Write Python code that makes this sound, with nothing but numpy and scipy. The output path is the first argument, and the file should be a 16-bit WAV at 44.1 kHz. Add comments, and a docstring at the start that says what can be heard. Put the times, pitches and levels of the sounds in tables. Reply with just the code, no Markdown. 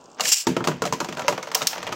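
"""Spinning tops in a plastic bowl

One top scuffs and whirs faintly: noise bursts, and random grains whose level wobbles at the spin rate.
A ripcord launches the other with snaps and clicks: tooth bursts through resonances.
It thuds, bounces and skitters: noise and modes.
The tops twice clash metal on metal, over a faint noise floor; a limiter ducks the loudest moments."""
import sys
import numpy as np
from scipy import signal
from scipy.io import wavfile
from scipy.ndimage import uniform_filter1d

SR = 44100
rng = np.random.default_rng(int(sys.argv[2]) if len(sys.argv) > 2 else 0)


def file_out(sig):
    """Save sig as 16-bit WAV at sys.argv[1]."""
    # one column per channel
    cols = np.atleast_2d(sig).T
    # limit, then scale
    lim = np.clip(cols, -1, 1)
    pcm = np.round(lim * 32767).astype(np.int16)
    wavfile.write(sys.argv[1], SR, pcm)


N = 85995
TIME = np.arange(N) / SR
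AGE = TIME[:SR // 2]  # time since a strike, s

# Modes of the bowl. Each row: frequency in Hz, level in dB, t60 in seconds.
BOWL_MODES = [(143, 0, .33), (162, -4, .3), (180, 1, .33), (243, 0, .38), (275, -3, .38), (338, -5, .3),
              (364, -6, .3), (447, 1, .32), (512, -5, .22), (585, -2, .22), (630, -4, .22), (766, -5, .18),
              (900, -3, .18), (970, 1, .18)]
# Spectrum of metal clashes and of ticks on flaws. Each row: frequency in Hz, gain in dB.
CLASH_SPECTRUM = [(200, -51), (1000, -15), (2000, -9), (3000, -5.5), (4000, -5), (5500, 3), (7500, -5.5),
                  (10000, -14), (15000, -8.5)]


def amp(db):
    """Decibels to gain."""
    return 10 ** (np.asarray(db) / 20)


def unit(x, size=None):
    """Scales the first samples (or all) to rms 1."""
    return x / np.sqrt(np.mean(x[:size] ** 2) + 1e-20)


def fade(t60_s):
    """Exponential decay, 60 dB in t60."""
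    return np.exp(-np.log(1000) * AGE / max(t60_s, 1e-4))


def add(mix, start_s, sound):
    """Mixes a sound in at a time, in place."""
    part = mix[max(round(start_s * SR), 0):][:len(sound)]
    part += sound[:len(part)]


def band(x, lo_hz, hi_hz, order=4):
    """Causal band-pass."""
    edges_hz = [lo_hz, min(hi_hz, SR / 2 - 100)]
    return signal.sosfilt(signal.butter(order, edges_hz, "band", fs=SR, output="sos"), x)


def colour(x, points):
    """Minimum-phase filter with the given spectrum."""
    hz, db = np.transpose(points)
    bins_hz = abs(np.fft.fftfreq(2048, 1 / SR)) + 1
    log_gain = np.log(amp(np.interp(np.log(bins_hz), np.log(hz), db)))
    # the Hilbert transform of log gain gives the phase
    taps = np.fft.ifft(np.exp(np.conj(signal.hilbert(log_gain)))).real
    return signal.fftconvolve(x, taps[:len(taps) // 2])[:len(x)]


def ring(modes):
    """Dying sines, each struck with its own phase."""
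    out = 0
    for hz, db, t60_s in modes:
        out = out + amp(db) * fade(t60_s) * np.sin(2 * np.pi * (hz * AGE + rng.random()))
    return out


def fuzzy_ring(modes, width_hz):
    """Dying clusters of close partials: each mode's carrier is smeared by narrow complex noise."""
    pole = np.exp(-np.pi * width_hz / SR)
    smoother = np.poly([pole, pole])
    out = 0
    for hz, db, t60_s in modes:
        noise = rng.standard_normal((2, len(AGE) + 2000))  # 2000 samples of run-in
        real, imag = signal.lfilter([1], smoother, noise)[:, -len(AGE):]
        cluster = ((real + 1j * imag) * np.exp(2j * np.pi * hz * AGE)).real
        out = out + amp(db) * fade(t60_s) * unit(cluster, size=2200)
    return out


def ticks(rate_hz, spread_db, t60_s):
    """One short noise burst per cycle, each of its own strength."""
    strength = amp(spread_db * np.clip(rng.standard_normal(N), -2, 2))
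    beats = np.diff(np.floor(np.cumsum(rate_hz) / SR), prepend=0) * strength
    return signal.fftconvolve(beats, fade(t60_s))[:N] * rng.standard_normal(N)


def room(x):
    """Diffuse tail of the room: noise bands that decay at their own rates."""
    # Each row: low edge in Hz, high edge in Hz, t60 in seconds.
    room_bands = [(100, 1520, 1), (2080, 6200, 0.23), (7600, 28600, 0.13)]
    rise_s = 0.0031
    noise = rng.standard_normal(len(AGE))
    tail = sum(band(noise, lo_hz, hi_hz) * fade(t60_s) for lo_hz, hi_hz, t60_s in room_bands)
    tail = tail * np.minimum(AGE / rise_s, 1)
    return signal.fftconvolve(x, tail / np.linalg.norm(tail))[:N]


def floor():
    """The quiet room: steady faint coloured noise under everything."""
    # Each row: frequency in Hz, gain in dB.
    floor_spectrum = [(30, -20), (60, -21), (170, -3), (450, 0.5), (1000, -2), (1450, -10), (2000, -29),
                      (2750, -15.5), (3800, -22.5), (7000, -20.5), (8700, -27), (9800, -50), (15500, -38)]
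    floor_db = -50
    return amp(floor_db) * unit(colour(rng.standard_normal(N), floor_spectrum))


def rumble():
    """Low band of noise that comes and goes as the tops travel."""
    # Each row: time in seconds, level in dB.
    rumble_level = [(0, -72), (.4, -79), (.55, -52), (1.1, -55.5), (1.45, -71), (1.75, -71), (1.85, -48.5),
                    (1.95, -54)]
    level_db = np.interp(TIME, *np.transpose(rumble_level))
    return unit(band(rng.standard_normal(N), 67, 142, order=2)) * amp(level_db)


def scuffs():
    """The lone top scuffs the bowl unevenly before the launch: short bursts of bright noise."""
    # Each row: start in seconds, level in dB.
    scuff_hits = [(.011, -55), (.0405, -52.5), (.057, -50), (.1005, -56), (.1155, -51.5), (.131, -56),
                  (.146, -52)]
    t60_s = 0.024
    out = np.zeros(N)
    for start_s, db in scuff_hits:
        burst = band(rng.standard_normal(len(AGE)) * fade(t60_s), 4400, 7750)
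        add(out, start_s, amp(db) * unit(burst, size=180))
    return out


def rolling():
    """Spinning tips grind over the bowl as random grains that excite its modes, and tick on small flaws."""
    # Each row: time in seconds, level in dB.
    roll_level = [(.165, -69), (.178, -45), (.21, -34.5), (.29, -41), (.345, -65), (.44, -71), (.6, -47),
                  (.79, -50), (1.0, -46.5), (1.2, -39.5), (1.45, -44.5), (1.6, -39), (1.8, -37.5),
                  (1.95, -43)]
    # Each row: frequency in Hz, gain in dB.
    roll_spectrum = [(30, -37), (80, -23), (160, -6), (450, -1), (1000, 2.5), (1700, 0), (3500, -6.5),
                     (6500, -7), (8500, -53), (10000, -54), (15500, -47)]
    spin_hz, spin_drift, wobble_depth = 64.7, 0.055, 0.41
    grains_per_s, grain_spread_db, bowl_ring_db = 1500, 1, -2.5
    ticks_per_s, tick_db, tick_spread_db, tick_t60_s = 18, -16.5, 3, 0.004

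    drift = unit(uniform_filter1d(rng.standard_normal(N), size=2000))
    speed = 1 + spin_drift * drift
    wobble = 1 + wobble_depth * np.sin(2 * np.pi * np.cumsum(spin_hz * speed) / SR)

    hits = (rng.random(N) < grains_per_s / SR) * rng.choice([-1, 1], N)
    strength = amp(grain_spread_db * np.minimum(rng.exponential(1, N), 4))
    grains = colour(hits * strength * wobble, roll_spectrum)
    rung = signal.fftconvolve(grains, ring(BOWL_MODES))[:N]
    grind = unit(grains) + amp(bowl_ring_db) * unit(rung)

    flaws = unit(colour(ticks(ticks_per_s * speed, tick_spread_db, tick_t60_s), CLASH_SPECTRUM))
    level_db = np.interp(TIME, *np.transpose(roll_level))
    return (unit(grind) + amp(tick_db) * flaws) * amp(level_db)


def clashes():
    """Metal rims collide: a bright noise crack with a weaker, slower tail, and a thin smeared ring."""
    # Each row: start in seconds, level in dB.
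    clash_hits = [(1.547, -15.5), (1.5505, -7), (1.6709, -5), (1.674, -10.5)]
    # Modes of the metal discs. Each row: frequency in Hz, level in dB, t60 in seconds.
    disc_modes = [(2750, -8, .13), (3774, -9, .13), (4400, -3, .25), (5205, -4, .22), (5525, 0, .28),
                  (5810, -2, .25), (6950, -4, .22), (8440, -13, .15)]
    crack_t60_s, tail_t60_s, tail_db = 0.021, 0.2, -20
    disc_width_hz, disc_db = 120, -30
    shape = np.hypot(fade(crack_t60_s), amp(tail_db) * fade(tail_t60_s))
    out = np.zeros(N)
    for start_s, db in clash_hits:
        crack = unit(colour(rng.standard_normal(len(AGE)) * shape, CLASH_SPECTRUM), size=180)
        discs = unit(fuzzy_ring(disc_modes, disc_width_hz), size=530)
        add(out, start_s, amp(db) * (crack + amp(disc_db) * discs))
    return out


def note(hz, db):
    """Resonance of the struck spot: swells within one cycle, rings longer the lower it is, dies unevenly."""
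    t60_at_1khz_s, damping = 0.075, 0.54  # damping: how fast t60 shortens with pitch
    tail_db, tail_t60_s, tail_rise_s, tail_width_hz = -22, 0.2, 0.015, 200
    t60_s = t60_at_1khz_s * (1000 / hz) ** damping
    tone = np.minimum(AGE * hz, 1) * fade(t60_s) * np.sin(2 * np.pi * hz * AGE)
    tail = fuzzy_ring([(hz, tail_db, tail_t60_s)], tail_width_hz) * np.minimum(AGE / tail_rise_s, 1)
    return amp(db) * (tone + tail)


def knock(levels_db):
    """A snap, a quick noise flutter with a slower tail, and the ring of the bowl, band by band."""
    # Each row: low edge in Hz, high edge in Hz, fast t60 in seconds, slow t60 in seconds,
    # level of the slow part in dB, strength of the first snap as a linear impulse.
    knock_bands = [(116.5, 425, 0.12, 0.3, -10, 18), (457, 1458, 0.058, 0.21, -15, 2.5),
                   (1586, 3360, 0.037, 0.35, -16.5, 3.4), (3630, 7530, 0.041, 0.22, -13.5, 1),
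                   (7400, 15700, 0.031, 0.18, -8.5, 1.2)]
    bowl_ring_db = -4
    bowl = amp(bowl_ring_db) * unit(ring(BOWL_MODES), size=530)
    out = 0
    for (lo_hz, hi_hz, fast_s, slow_s, slow_db, snap), db in zip(knock_bands, levels_db):
        shape = np.hypot(fade(fast_s), amp(slow_db) * fade(slow_s))
        flutter = rng.standard_normal(len(AGE)) * shape
        flutter[0] += snap
        shell = unit(band(flutter, lo_hz, hi_hz), size=530)
        out = out + amp(db) * unit(shell + band(bowl, lo_hz, hi_hz), size=530)
    return out


def knocks():
    """Launcher snaps and clicks, then landings, bounces and bumps on plastic; some also ring with notes."""
    # Each row: start in seconds, thump, shell, clack and tick levels in dB,
    # notes of the struck spot as pairs of frequency in Hz and level in dB.
    knock_hits = [(.197, -51, -31, -40, -37, [(748, -22), (1227, -21.5), (2870, -26)]),
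                  (.207, -62, -31, -31, -22.5, [(645, -26), (2800, -24), (5940, -27)]),
                  (0.237, -65, -40, -36, -32, []), (.254, -49, -37.5, -26, -26, [(520, -37)]),
                  (0.3203, -41, -29, -33, -23, []), (.469, -16.5, -21, -23.5, -21.5, [(178, -17.5),
                  (255, -10), (339, -15.5), (915, -13.5)]), (0.5658, -23, -25.5, -30, -36, [(349, -17),
                  (662, -23.5), (1302, -21)]), (0.6057, -28.5, -29, -48, -53, [(247, -22.5), (1260, -32)]),
                  (.641, -45, -31, -33, -37.5, []), (.648, -35, -33.5, -42, -38, []),
                  (.673, -23, -22, -27, -26.5, [(450, -16), (590, -21), (952, -21), (1090, -22.5)]),
                  (.684, -25, -25.5, -40, -35, []), (.716, -31.5, -33, -42, -53, []),
                  (0.8202, -30, -24.5, -32.5, -30.5, [(450, -19.5), (1070, -21.5), (1405, -19)]),
                  (.838, -33.5, -31.5, -37, -42, []), (.853, -38, -28.5, -34.5, -32.5, [(450, -25),
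                  (705, -20), (1100, -33)]), (.863, -52, -40, -41, -35, [(582, -23)]),
                  (.874, -35, -38, -36.5, -41, []), (.9252, -30.5, -31, -33.5, -30.5, [(940, -19),
                  (1010, -16), (1100, -26), (6200, -20.5)]), (.934, -34, -36, -35, -34, []),
                  (1.0028, -39, -26, -34.5, -29.5, [(339, -36), (931, -28), (1240, -21.5), (2557, -29.5)]),
                  (1.012, -30, -28.5, -43, -48, []), (1.045, -39.5, -32.5, -40, -37.5, []),
                  (1.087, -32, -34.5, -36.5, -40, []), (1.1251, -40, -38.5, -36.5, -41.5, []),
                  (1.171, -41, -33, -39, -41, []), (1.184, -55, -30.5, -48, -47, []),
                  (1.194, -54, -28, -35.5, -37.5, []), (1.219, -38, -37, -37.5, -43, [(1330, -26)]),
                  (1.246, -46, -39, -48, -57, [(540, -22.5)]), (1.2812, -36.5, -18.5, -22, -23, [(586, -12),
                  (990, -16.5), (2734, -21)]), (1.295, -33, -35, -45, -36, [(500, -24)]),
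                  (1.3253, -37, -27, -35, -38.5, []), (1.3779, -42, -30, -35.5, -40.5, [(511, -30),
                  (1168, -32.5)]), (1.428, -54, -34, -39, -38.5, [(2170, -29.5), (6250, -30)]),
                  (1.4717, -59, -33.5, -41.5, -45, []), (1.516, -67, -33, -36.5, -38.5, []),
                  (1.551, -43, -21.5, -29.5, -22, [(764, -18.5), (952, -20), (2793, -16.5)]),
                  (1.608, -69, -30, -45, -43, []), (1.618, -38.5, -31.5, -30.5, -32.5, [(1308, -22),
                  (3719, -23)]), (1.6245, -39.5, -34, -37, -32, []), (1.73, -57, -33, -34, -40.5, []),
                  (1.757, -55, -35.5, -45, -50, []), (1.78, -66, -34, -37, -41.5, []),
                  (1.829, -45, -33.5, -36, -39, []), (1.867, -48, -32, -34, -42.5, []),
                  (1.873, -64, -33, -34, -44, []), (1.89, -37.5, -34.5, -49, -50, []),
                  (1.92, -39, -36.5, -39, -48, []), (1.925, -39, -31.5, -34, -35, [(1260, -26)])]
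    treble_db = -14  # top band, relative to the tick
    out = np.zeros(N)
    for start_s, thump_db, shell_db, clack_db, tick_db, notes in knock_hits:
        body = knock([thump_db, shell_db, clack_db, tick_db, tick_db + treble_db])
        add(out, start_s, body + sum(note(hz, db) for hz, db in notes))
    return out


def launcher():
    """Gear teeth rattle faster as the cord is pulled, shriek as the top lets go, then run out."""
    # Each row: time in seconds, level in dB, teeth per second.
    pull = [(.205, -44, 153), (.235, -35.5, 280), (.25, -29.5, 412), (.268, -28, 570), (.291, -20, 687),
            (0.301, -25.5, 890), (0.314, -33.5, 800), (.321, -9.5, 900), (.334, 7, 850), (.349, -5.5, 750),
            (.37, -8, 700), (.412, -17, 640), (.453, -40.5, 210)]
    # Each row: frequency in Hz, gain in dB.
    gear_spectrum = [(200, -44), (700, -24), (1800, -15), (2800, -1.5), (3700, -8.5), (5400, 3), (6400, -3),
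                     (7400, 2), (9500, -12.5), (15500, -14)]
    # Resonances of the launcher. Each row: frequency in Hz, width in Hz, level in dB.
    gear_modes = [(2720, 45, -8), (2880, 60, -9), (4397, 30, -11), (4970, 35, -11), (5352, 45, -4),
                  (7035, 55, -7), (7305, 50, 2), (7660, 25, -7)]
    tooth_t60_s, tooth_spread_db = 0.007, 1.8
    ring_db, room_db = -6, -22.5

    time_s, db, teeth_per_s = np.transpose(pull)
    rate_hz = np.interp(TIME, time_s, teeth_per_s)
    # dividing by sqrt(rate) keeps power steady as the teeth crowd
    teeth = ticks(rate_hz, tooth_spread_db, tooth_t60_s) / np.sqrt(rate_hz)
    level_db = np.interp(TIME, time_s, db, left=-120, right=-120)
    drive = unit(colour(teeth, gear_spectrum)) * amp(level_db)

    modes = []
    for hz, width_hz, mode_db in gear_modes:
        t60_s = np.log(1000) / np.pi / width_hz
        modes.append((hz, mode_db + 10 * np.log10(width_hz), t60_s))
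    rung = signal.fftconvolve(drive, ring(modes))[:N]
    out = drive + amp(ring_db) * unit(rung) * drive.std()
    return out + amp(room_db) * room(out)


def scene():
    """All sources, nearly mono; clashes and launcher spread a little in the treble."""
    width_db = -34
    bright = clashes() + launcher()
    mid = bright + knocks() + rolling() + scuffs() + rumble() + floor()
    delayed = np.pad(bright, (40, 0))[:N]
    side = amp(width_db) * band(delayed, 4500, 19000, order=16)
    return np.array([mid + side, mid - side])


def record(dry):
    """Fast limiter with linear dB recovery, hard clip, then low-pass."""
    limit_db, recover_db_per_s, clip_level, edge_hz = -12, 147, 0.78, 15950
    power = abs(uniform_filter1d((dry ** 2).mean(0), size=130))
    power_db = 10 * np.log10(power + 1e-12)
    fall_db = TIME * recover_db_per_s
    held_db = np.maximum.accumulate(power_db + fall_db) - fall_db
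    over_db = np.maximum(held_db - limit_db, 0)
    limited = np.clip(dry / amp(uniform_filter1d(over_db, size=90)), -clip_level, clip_level)
    taps = signal.firwin(401, edge_hz, window=("kaiser", 9), fs=SR)
    return signal.oaconvolve(limited, taps[None], "same")


dry = scene()
out = record(dry)
file_out(out)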